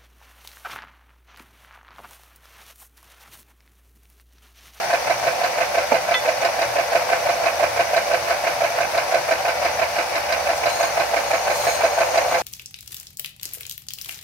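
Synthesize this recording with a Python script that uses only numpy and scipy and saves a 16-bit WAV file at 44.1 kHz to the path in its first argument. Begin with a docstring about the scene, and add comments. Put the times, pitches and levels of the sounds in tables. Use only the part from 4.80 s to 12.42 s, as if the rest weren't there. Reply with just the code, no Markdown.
"""A belt sander grinds a row of glass bottles on an open porch.
Six times a second the belt comes round and knocks the bottles about in their holder, over a gritty
drone and scrape of sand on glass. The rubbing also makes the glass hiss and faintly sing. Early on one
bottle jumps and clinks; near the end a hand presses another onto the belt, where it sings and squeaks.
Two motors hum underneath in the rumble of the stand."""
import sys
import numpy as np
from scipy import signal
from scipy.fft import rfft, irfft
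from scipy.io import wavfile
from scipy.ndimage import uniform_filter1d, minimum_filter1d

SR = 44100
rng = np.random.default_rng(int(sys.argv[2]) if len(sys.argv) > 2 else 0)


def materialize(psi):
    """Save the field psi as 16-bit PCM at rate SR to the path in sys.argv[1].

    A 1-D psi becomes a single channel; in a 2-D psi each row is a channel.
    """
    bounded = np.clip(np.atleast_2d(psi).T, -1, 1)
    quanta = np.round(bounded * 32767).astype(np.int16)
    wavfile.write(sys.argv[1], SR, quanta)


N = 336042
TIME, FREQS = np.arange(N) / SR, np.fft.rfftfreq(N, 1 / SR)

# Table levels are relative trims within their layer; a positive pan leans left.
# how hard the belt knocks: t/s, level/dB
KNOCK_FORCE = [(0.0, 0.1), (2.3, -0.9), (2.9, -0.2), (3.9, -2), (4.7, -1.4), (5.4, -5.5), (6.4, -2.2),
               (7.62, -0.5)]
# the blows within one turn: delay/s, contact/s, clatter/dB, scrape/dB, judder/dB, timing scatter/s
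TURN_BLOWS = [(-.0305, .004, 3.5, 1, -21, .0006), (-.0225, .007, 4, 1.5, -19.5, .001),
              (-.002, .005, 1.5, 4.5, -13, 0), (.006, .01, 1.5, 4, -11.8, 0), (.02, .006, 2, 3, -22, .0004),
              (.034, .012, -7, -3, -34, .001)]
# turns with the hardest glass-on-glass ticks: t/s, level/dB
HARD_TICKS = [(1.646, 8.5), (1.815, 7), (4.173, 6), (5.353, 6.5), (5.521, 9), (5.858, 5.5), (6.026, 7),
              (7.374, 7)]
# the holder's resonances: f/Hz, width/Hz, level/dB
HOLDER_MODES = [(514.7, 9.7, 2.5), (591.4, 26, 5.5), (679.7, 63, 4.5), (754, 16, -2.5), (880, 92, -16)]
# slow level ride of the drone: t/s, level/dB
DRONE_RIDE = [(0.0, -0.4), (0.7, 0.4), (1.3, -1.5), (2.3, 1.6), (3.3, -0.4), (4.7, 0.2), (5.4, -1.4),
              (5.95, 2), (6.4, 1.1), (7.62, 2.5)]
# colour of sand scraping glass: f/Hz, level/dB
SCRAPE_EQ = [(100, -48), (240, -6.5), (360, -24.5), (430, -35), (700, 8.5), (1050, 2), (1250, -2),
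             (1470, 3), (1900, -0.5), (2350, 1.5), (2900, -5), (3400, -14), (4600, -28.5), (16000, -35)]
# colour of glass jolted on the belt: f/Hz, level/dB
JOLT_EQ = [(170, -57), (330, -1), (430, -24), (700, -13), (950, 0.5), (1200, -1), (1620, 3), (1900, -7),
           (2250, 1.5), (2900, -9), (3400, -20.5), (4600, -16), (7000, -23), (16000, -76)]
# ring of the knocked frame: f/Hz, level/dB, t60/s
FRAME_MODES = [(136.6, -16, 0.14), (305, -16.5, 0.013), (356, -12.5, 0.2), (519.8, 2, 0.22),
               (624, 4.5, 0.01), (990, -13, 0.045), (1706, 0.5, 0.031)]
# a bottle snapping back against its neighbour: f/Hz, width/Hz, level/dB
TICK_MODES = [(2320, 180, -17), (4035, 140, 11.5), (4110, 140, 7.5), (4550, 180, -22), (4830, 140, 13.5),
              (5070, 89, -13)]
# colour of the sanding hiss: f/Hz, level/dB
HISS_EQ = [(1000, -37), (2800, -15), (3500, 3.5), (4300, 5), (5300, 6.5), (6100, 5), (7000, -3), (8000, -5),
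           (11000, -4.5), (14000, -8.5), (16000, -9)]
# glass tones excited by the belt: f/Hz, nominal width/Hz, level/dB, pan/dB
BOTTLE_TONES = [(4457, 60, -46.5, 2), (4830, 70, -52, 5), (5270, 130, -47, 4), (5975, 125, -43.5, 9),
                (7278, 40, -58, 8), (8570, 80, -58, -10), (9189, 35, -57, -9), (9426, 50, -62, -3),
                (10993, 40, -56.5, 0), (11480, 110, -51, 4), (13447, 70, -63, 6)]
# tones of the pressed bottle: f/Hz, nominal width/Hz, level/dB, pan/dB
PRESSED_TONES = [(4161, 90, -8.5, 0), (4300, 40, -12, -3), (6610, 120, -2.5, 8), (8129, 70, -12, -12),
                 (9227, 80, -13.5, -5), (12780, 160, -15.5, 0), (13650, 60, -16, -4)]
# the hand pushes the bottle onto the belt: t/s, length/s, singing/dB, extra hiss/dB
PUSHES = [(5.75, .03, -39, -35), (5.875, 0.2, -34, -48), (6.096, 0.34, -42, -50), (6.44, 1.2, -38, -58),
          (6.727, 0.23, -43, -33)]
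# squeaks of the pressed bottle: t/s, length/s, f/Hz, nominal width/Hz, level/dB
PRESSED_SQUEAKS = [(5.88, 0.076, 4070, 109, -31.5), (6.763, 0.22, 4130, 400, -38)]
# the jumping bottle thuds in the holder: t/s, level/dB, pan/dB
THUD_HITS = [(1.1185, 1.4, -7), (1.142, -19, 0)]
# body of a thud: f/Hz, level/dB, t60/s
THUD_RING = [(180, -30, .4), (265, -12.5, .045), (455, -17, .1), (545, 0, .02), (650, 0, .018),
             (880, -8, .022), (1350, -15, .015), (2300, -17, .012)]
# the bottle clinks as it drops back: t/s, level/dB, pan/dB
CLINK_HITS = [(1.3415, -15.5, 0), (1.348, -22.5, 0), (1.359, -35, 0)]
# ring of a clink: f/Hz, level/dB, t60/s
CLINK_RING = [(780, -5, .04), (1019, -7, .1), (1317, 0, .045), (1630, -5, .05), (1995, -6, .12),
              (2590, -5, .042), (3090, -7, .029), (3497, -9.5, .17), (4230, -4.5, .034), (4900, -20, .045),
              (6600, -22, .047)]
# level ride of the higher motor: t/s, level/dB
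HIGH_HUM_RIDE = [(0.0, -61.8), (0.65, -52), (1.5, -58.7), (1.85, -51), (2.9, -51.5), (4.15, -59),
                 (5.1, -48.5), (6.4, -56), (7.3, -50)]
# the stand hums along: f/Hz, nominal width/Hz, level/dB, pan before the mono fold/dB
STAND_TONES = [(57.4, 5.5, -64, -2), (118.3, 5.9, -51, -5), (134.5, 5.9, -64.5, 12), (141, 31, -55, -11),
               (188, 5.9, -58.5, -18)]
# colour of the stand's rumble: f/Hz, level/dB
RUMBLE_EQ = [(15, -12), (45, -13), (60, -10), (78, -15), (100, -7.5), (132, -8.5), (165, -7.5), (195, -8),
             (225, -14), (380, 0.5), (500, -23), (1500, -57)]
# stereo width of the friction noise: f/Hz, left-right correlation
STEREO_LIKENESS = [(30, 0.85), (80, 0.44), (200, 1), (600, 0.59), (1000, 0.3), (2000, 0.46), (4000, -0.08),
                   (9000, 0), (16000, 0)]
# stereo balance of the friction noise: f/Hz, pan/dB
STEREO_LEAN = [(60, 2), (200, -4), (500, 0.5), (770, -2), (1200, 3), (2500, 0), (3600, 1.5), (5000, 3.5),
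               (6500, 5), (8200, -5), (10000, -1.5), (15000, -0.5)]


def turns(first_s=.13, turn_s=.16845, roll_s=1.39, roll_peak_s=.34):
    """The belt's rhythm, a row a turn: t/s, knock/dB, rattle before it/dB, scrape/dB, tick/dB."""
    s = np.arange(first_s, N / SR, turn_s)
    # the bottles roll slowly in the holder, so knocks and ticks swell and ebb together
    roll = np.cos(2 * np.pi * (s - roll_peak_s) / roll_s)
    force_db = np.interp(s, *np.transpose(KNOCK_FORCE)) + 0.44 * roll
    knock_luck, rattle_luck, rub_luck, tick_luck = rng.standard_normal((len(s), 4)).T
    knock_db = 0.1 + force_db + 1.02 * knock_luck
    rattle_db = 2.35 + 0.61 * force_db + 0.5 * rattle_luck
    rub_db = -3.5 + 0.3 * rub_luck
    tick_db = 1.0 + 2.2 * roll - 2.5 * np.tanh(tick_luck)
    for at, db in HARD_TICKS:
        tick_db[np.argmin(abs(s - at))] = db
    return np.transpose([s, knock_db, rattle_db, rub_db, tick_db])


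def blows(belt_turns, attack_s=.0014, release_s=.0032, judder_hz=677):
    """Blows press glass on the belt and shake the holder: clatter power, scrape power, judder tone."""
    clatter, scrape, judder = np.zeros((3, N))
    t = np.arange(SR // 20) / SR
    for s, knock_db, rattle_db, rub_db, _ in belt_turns:
        hz = judder_hz * (1 + 0.014 * rng.standard_normal())
        for delay, contact, clatter_db, scrape_db, judder_db, scatter in TURN_BLOWS:
            late, size = rng.standard_normal(2)
            at = s + delay + scatter * late
            strength_db = rattle_db if delay < -.01 else knock_db
            release = np.exp(-np.maximum(t - contact, 0) / release_s)
            push = gain_of(0.34 * size) * (1 - np.exp(-t / attack_s)) * release
            tone = np.sin(2 * np.pi * hz * (t + delay))
            add(clatter, at, (gain_of(clatter_db + strength_db) * push) ** 2)
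            add(scrape, at, (gain_of(scrape_db + rub_db) * push) ** 2)
            add(judder, at, gain_of(judder_db + strength_db) * push * tone)
    return clatter, scrape, judder


def grinding(clatter, scrape, drone_db=-26.5, scrape_db=-31, jolt_db=-29, low_cut_hz=465):
    """Uneven grit drags on the glass, droning in the holder and scraping; each blow digs in harder."""
    grit = evened(gain_of(1.5 * wander(350)))
    holder = body(HOLDER_MODES) / np.sqrt(1 + (low_cut_hz / (FREQS + 1)) ** 16)
    drone = gain_of(drone_db + ride(DRONE_RIDE)) * friction(holder, grit * np.sqrt(1 + clatter))
    steady = gain_of(scrape_db) * friction(gain_of(curve(SCRAPE_EQ)), grit)
    jolts = gain_of(jolt_db) * friction(gain_of(curve(JOLT_EQ)), grit * np.sqrt(scrape))
    return drone + porch(steady, t60=0.12, wet_db=-1.5) + porch(jolts, t60=0.036, wet_db=3)


def knocks(belt_turns, frame_db=-26, glass_db=-29, tick_delay_s=.0036, tick_decay_s=.0041):
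    """The main knock of each turn rings the frame; a moment later glass ticks on glass."""
    frame, snaps = np.zeros((2, N))
    snap = np.exp(-np.arange(SR // 20) / SR / tick_decay_s)
    for s, knock_db, _, _, tick_db in belt_turns:
        add(frame, s, gain_of(frame_db + knock_db) * ring(FRAME_MODES, uneven_db=2))
        add(snaps, s + tick_delay_s, gain_of(glass_db + tick_db) * snap)
    return pan(-1) * frame + friction(body(TICK_MODES), snaps)


def rasp(clatter, start_db=-45.5, rise_db_per_s=1.5, beat_share=0.57):
    """A higher resonance of the holder creeps up in level, pulsing less than the drone."""
    band = resonance(hz=825, width=170) ** 2
    return gain_of(start_db + rise_db_per_s * TIME) * friction(band, np.sqrt(1 + beat_share * clatter))


def glass(hiss_db=-34, flicker_db=0.7):
    """Sanded glass hisses and sings; the pressed bottle adds its own tones and extra hiss."""
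    sing_gain, hiss_gain = pressing()
    hiss = gain_of(hiss_db + flicker_db * wander(60)) * friction(gain_of(curve(HISS_EQ)))
    pressed_hiss = hiss_gain * friction(resonance(hz=4300, width=12000) ** 2)
    pressed_song = sing_gain * sing(PRESSED_TONES, flutter_db=1.5, flutter_hz=25)
    airy_hiss = porch(hiss + pressed_hiss, t60=0.26, wet_db=-16)
    return airy_hiss + pressed_song + sing(BOTTLE_TONES, flutter_db=3.5, flutter_hz=30)


def pressing(attack_s=.024, release_s=.027):
    """Each push of the hand rises, holds and lets go: envelopes for the bottle's singing and hiss."""
    singing, hiss = np.zeros((2, N))
    for s, length, sing_db, hiss_db in PUSHES:
        attack = np.clip((TIME - s) / attack_s, 0, 1)
        push = attack * np.exp(-np.maximum(TIME - s - length, 0) / release_s)
        singing += gain_of(sing_db) * push
        hiss += gain_of(hiss_db) * push
    return singing, hiss


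def squeaks():
    """The pressed bottle catches on the belt and squeaks."""
    out = np.zeros((2, N))
    for s, length, hz, width, db in PRESSED_SQUEAKS:
        grip = np.sin(np.pi * np.clip((TIME - s) / length, 0, 1))
        out += gain_of(db) * friction(resonance(hz, width) ** 2, grip)
    return out


def jumping_bottle():
    """A bottle thuds in its holder, then clinks as it drops back."""
    out = np.zeros((2, N))
    for hits, modes in ((THUD_HITS, THUD_RING), (CLINK_HITS, CLINK_RING)):
        for s, db, pan_db in hits:
            add(out, s, gain_of(db) * pan(pan_db) * ring(modes, uneven_db=3.5))
    return out


def motors(load_on_s=4.7, sag_s=0.82, swell_s=0.4, high_hz=83.6, rumble_db=-47):
    """The low bed: two hums in the stand's rumble; under load the lower swells and sags in pitch."""
    low_hz = np.interp(TIME, [load_on_s, load_on_s + sag_s], [74.4, 69])
    low_db = np.interp(TIME, [load_on_s, load_on_s + swell_s], [-58, -52])
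    hums = hum(low_hz, low_db) + hum(high_hz, ride(HIGH_HUM_RIDE) - 4)
    stand = sing(STAND_TONES, flutter_db=-2.5, flutter_hz=9.8).mean(0)
    return hums + stand + gain_of(rumble_db) * friction(gain_of(curve(RUMBLE_EQ)))


def hum(hz, db, waver_hz=0.53, waver_db=3):
    """A motor's tone, wavering in pitch and level."""
    cycles = np.cumsum(hz + waver_hz * wander(2.5)) / SR
    return gain_of(db - waver_db * wander(2.6)) * np.sqrt(2) * np.sin(2 * np.pi * cycles)


def porch(x, t60, wet_db, echoes_per_s=2000, predelay_s=.003):
    """Floor, wall and roof return a short spray of echoes, different at each ear."""
    t = np.arange(SR // 4) / SR
    taps = rng.standard_normal((2, len(t))) * (rng.random((2, len(t))) < echoes_per_s / SR)
    taps *= (t > predelay_s) * gain_of(-60 * t / t60)
    return x + gain_of(wet_db) * signal.fftconvolve(x, taps / np.linalg.norm(taps[0]), axes=1)[:, :N]


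def friction(colour, force=0.85):
    """Rubbing: stereo noise driven by the force, then shaped by a colour of unit mean power."""
    common, apart = rfft(rng.standard_normal((2, N)) * force)
    likeness = np.clip(curve(STEREO_LIKENESS), -1, 1)
    pair = np.array([common, likeness * common + np.sqrt(1 - likeness ** 2) * apart])
    pair *= gain_of(np.outer([.5, -.5], curve(STEREO_LEAN)))
    return irfft(pair * colour / np.sqrt(np.mean(abs(colour) ** 2)), N)


def ring(modes, uneven_db, attack_cycles=0.25):
    """One hit: each mode builds quickly and dies away, with a low cut at the lowest mode."""
    t = np.arange(SR // 3) / SR
    sound = np.zeros(len(t))
    for k, (hz, db, t60) in enumerate(modes):
        decay = gain_of(db + uneven_db * rng.standard_normal() - 60 * t / t60)
        attack = 1 - np.exp(-t * hz / attack_cycles)
        sound += (-1) ** k * attack * decay * np.sin(2 * np.pi * hz * t)
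    return signal.sosfilt(signal.butter(3, modes[0][0], "highpass", fs=SR, output="sos"), sound)


def sing(tones, flutter_db, flutter_hz):
    """Narrow resonances fed by rubbing; each swells and fades as the contact changes."""
    out = np.zeros((2, N))
    for hz, width, db, pan_db in tones:
        band = resonance(hz, 0.94 * width) ** 2
        tone = evened(irfft(rfft(rng.standard_normal((2, N))) * band, N))
        flutter = evened(gain_of(flutter_db * np.tanh(2 * wander(flutter_hz))))
        out += gain_of(db) * pan(pan_db) * tone * flutter
    return out


def body(modes):
    """Frequency response of a body with several modes."""
    return sum(gain_of(db) * resonance(hz, width) for hz, width, db in modes)


def resonance(hz, width):
    """Frequency response of one damped mode."""
    return 1j * FREQS * width / (hz ** 2 - FREQS ** 2 + 1j * FREQS * width)


def wander(rate_hz):
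    """Smooth random modulation of rms 1, rolling off above the rate."""
    return evened(irfft(rfft(rng.standard_normal(N)) * np.exp(-(FREQS / rate_hz) ** 2), N))


def curve(points):
    """Breakpoints over frequency, joined on a log axis."""
    hz, value = np.transpose(points)
    return np.interp(np.log(FREQS + 1), np.log(hz + 1), value)


def ride(points):
    """A fader move: breakpoints over time, joined at every sample."""
    return np.interp(TIME, *np.transpose(points))


def add(mix, s, sound):
    """Mixes a sound in at time s."""
    part = mix[..., max(round(s * SR), 0):][..., :sound.shape[-1]]
    part += sound[..., :part.shape[-1]]


def pan(db):
    """Left and right gains of constant power."""
    return evened(gain_of([[db / 2], [-db / 2]]))


def gain_of(db):
    """Decibels to amplitude."""
    return 10 ** (np.asarray(db) / 20)


def evened(x):
    """Scales to rms 1."""
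    return x / np.sqrt(np.mean(x ** 2) + 1e-20)


def scene():
    """The mix: grinding belt and hits in front, glass on top, motors underneath."""
    belt_turns = turns()
    clatter, scrape, judder = blows(belt_turns)
    hits = porch(knocks(belt_turns) + jumping_bottle(), t60=0.083, wet_db=-5)
    belt = pan(-3) * judder + grinding(clatter, scrape) + rasp(clatter)
    return belt + hits + glass() + squeaks() + motors()


def record(dry, ceiling_db=-1, recovery_db_per_s=28, high_cut_hz=15800):
    """A limiter ducks any peak over the ceiling and recovers slowly; a steep high cut follows."""
    over_db = np.maximum(20 * np.log10(abs(dry).max(0) + 1e-9) - ceiling_db, 0)
    recovery_db = recovery_db_per_s * TIME
    duck_db = np.maximum.accumulate(over_db + recovery_db) - recovery_db
    duck_db = uniform_filter1d(-minimum_filter1d(-duck_db, size=129), size=129)  # soft look-ahead
    high_cut = signal.firwin(1023, high_cut_hz, window=("kaiser", 10), fs=SR)
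    return signal.oaconvolve(dry * gain_of(-duck_db), high_cut[None], "same")


dry = scene()
out = record(dry)
materialize(out)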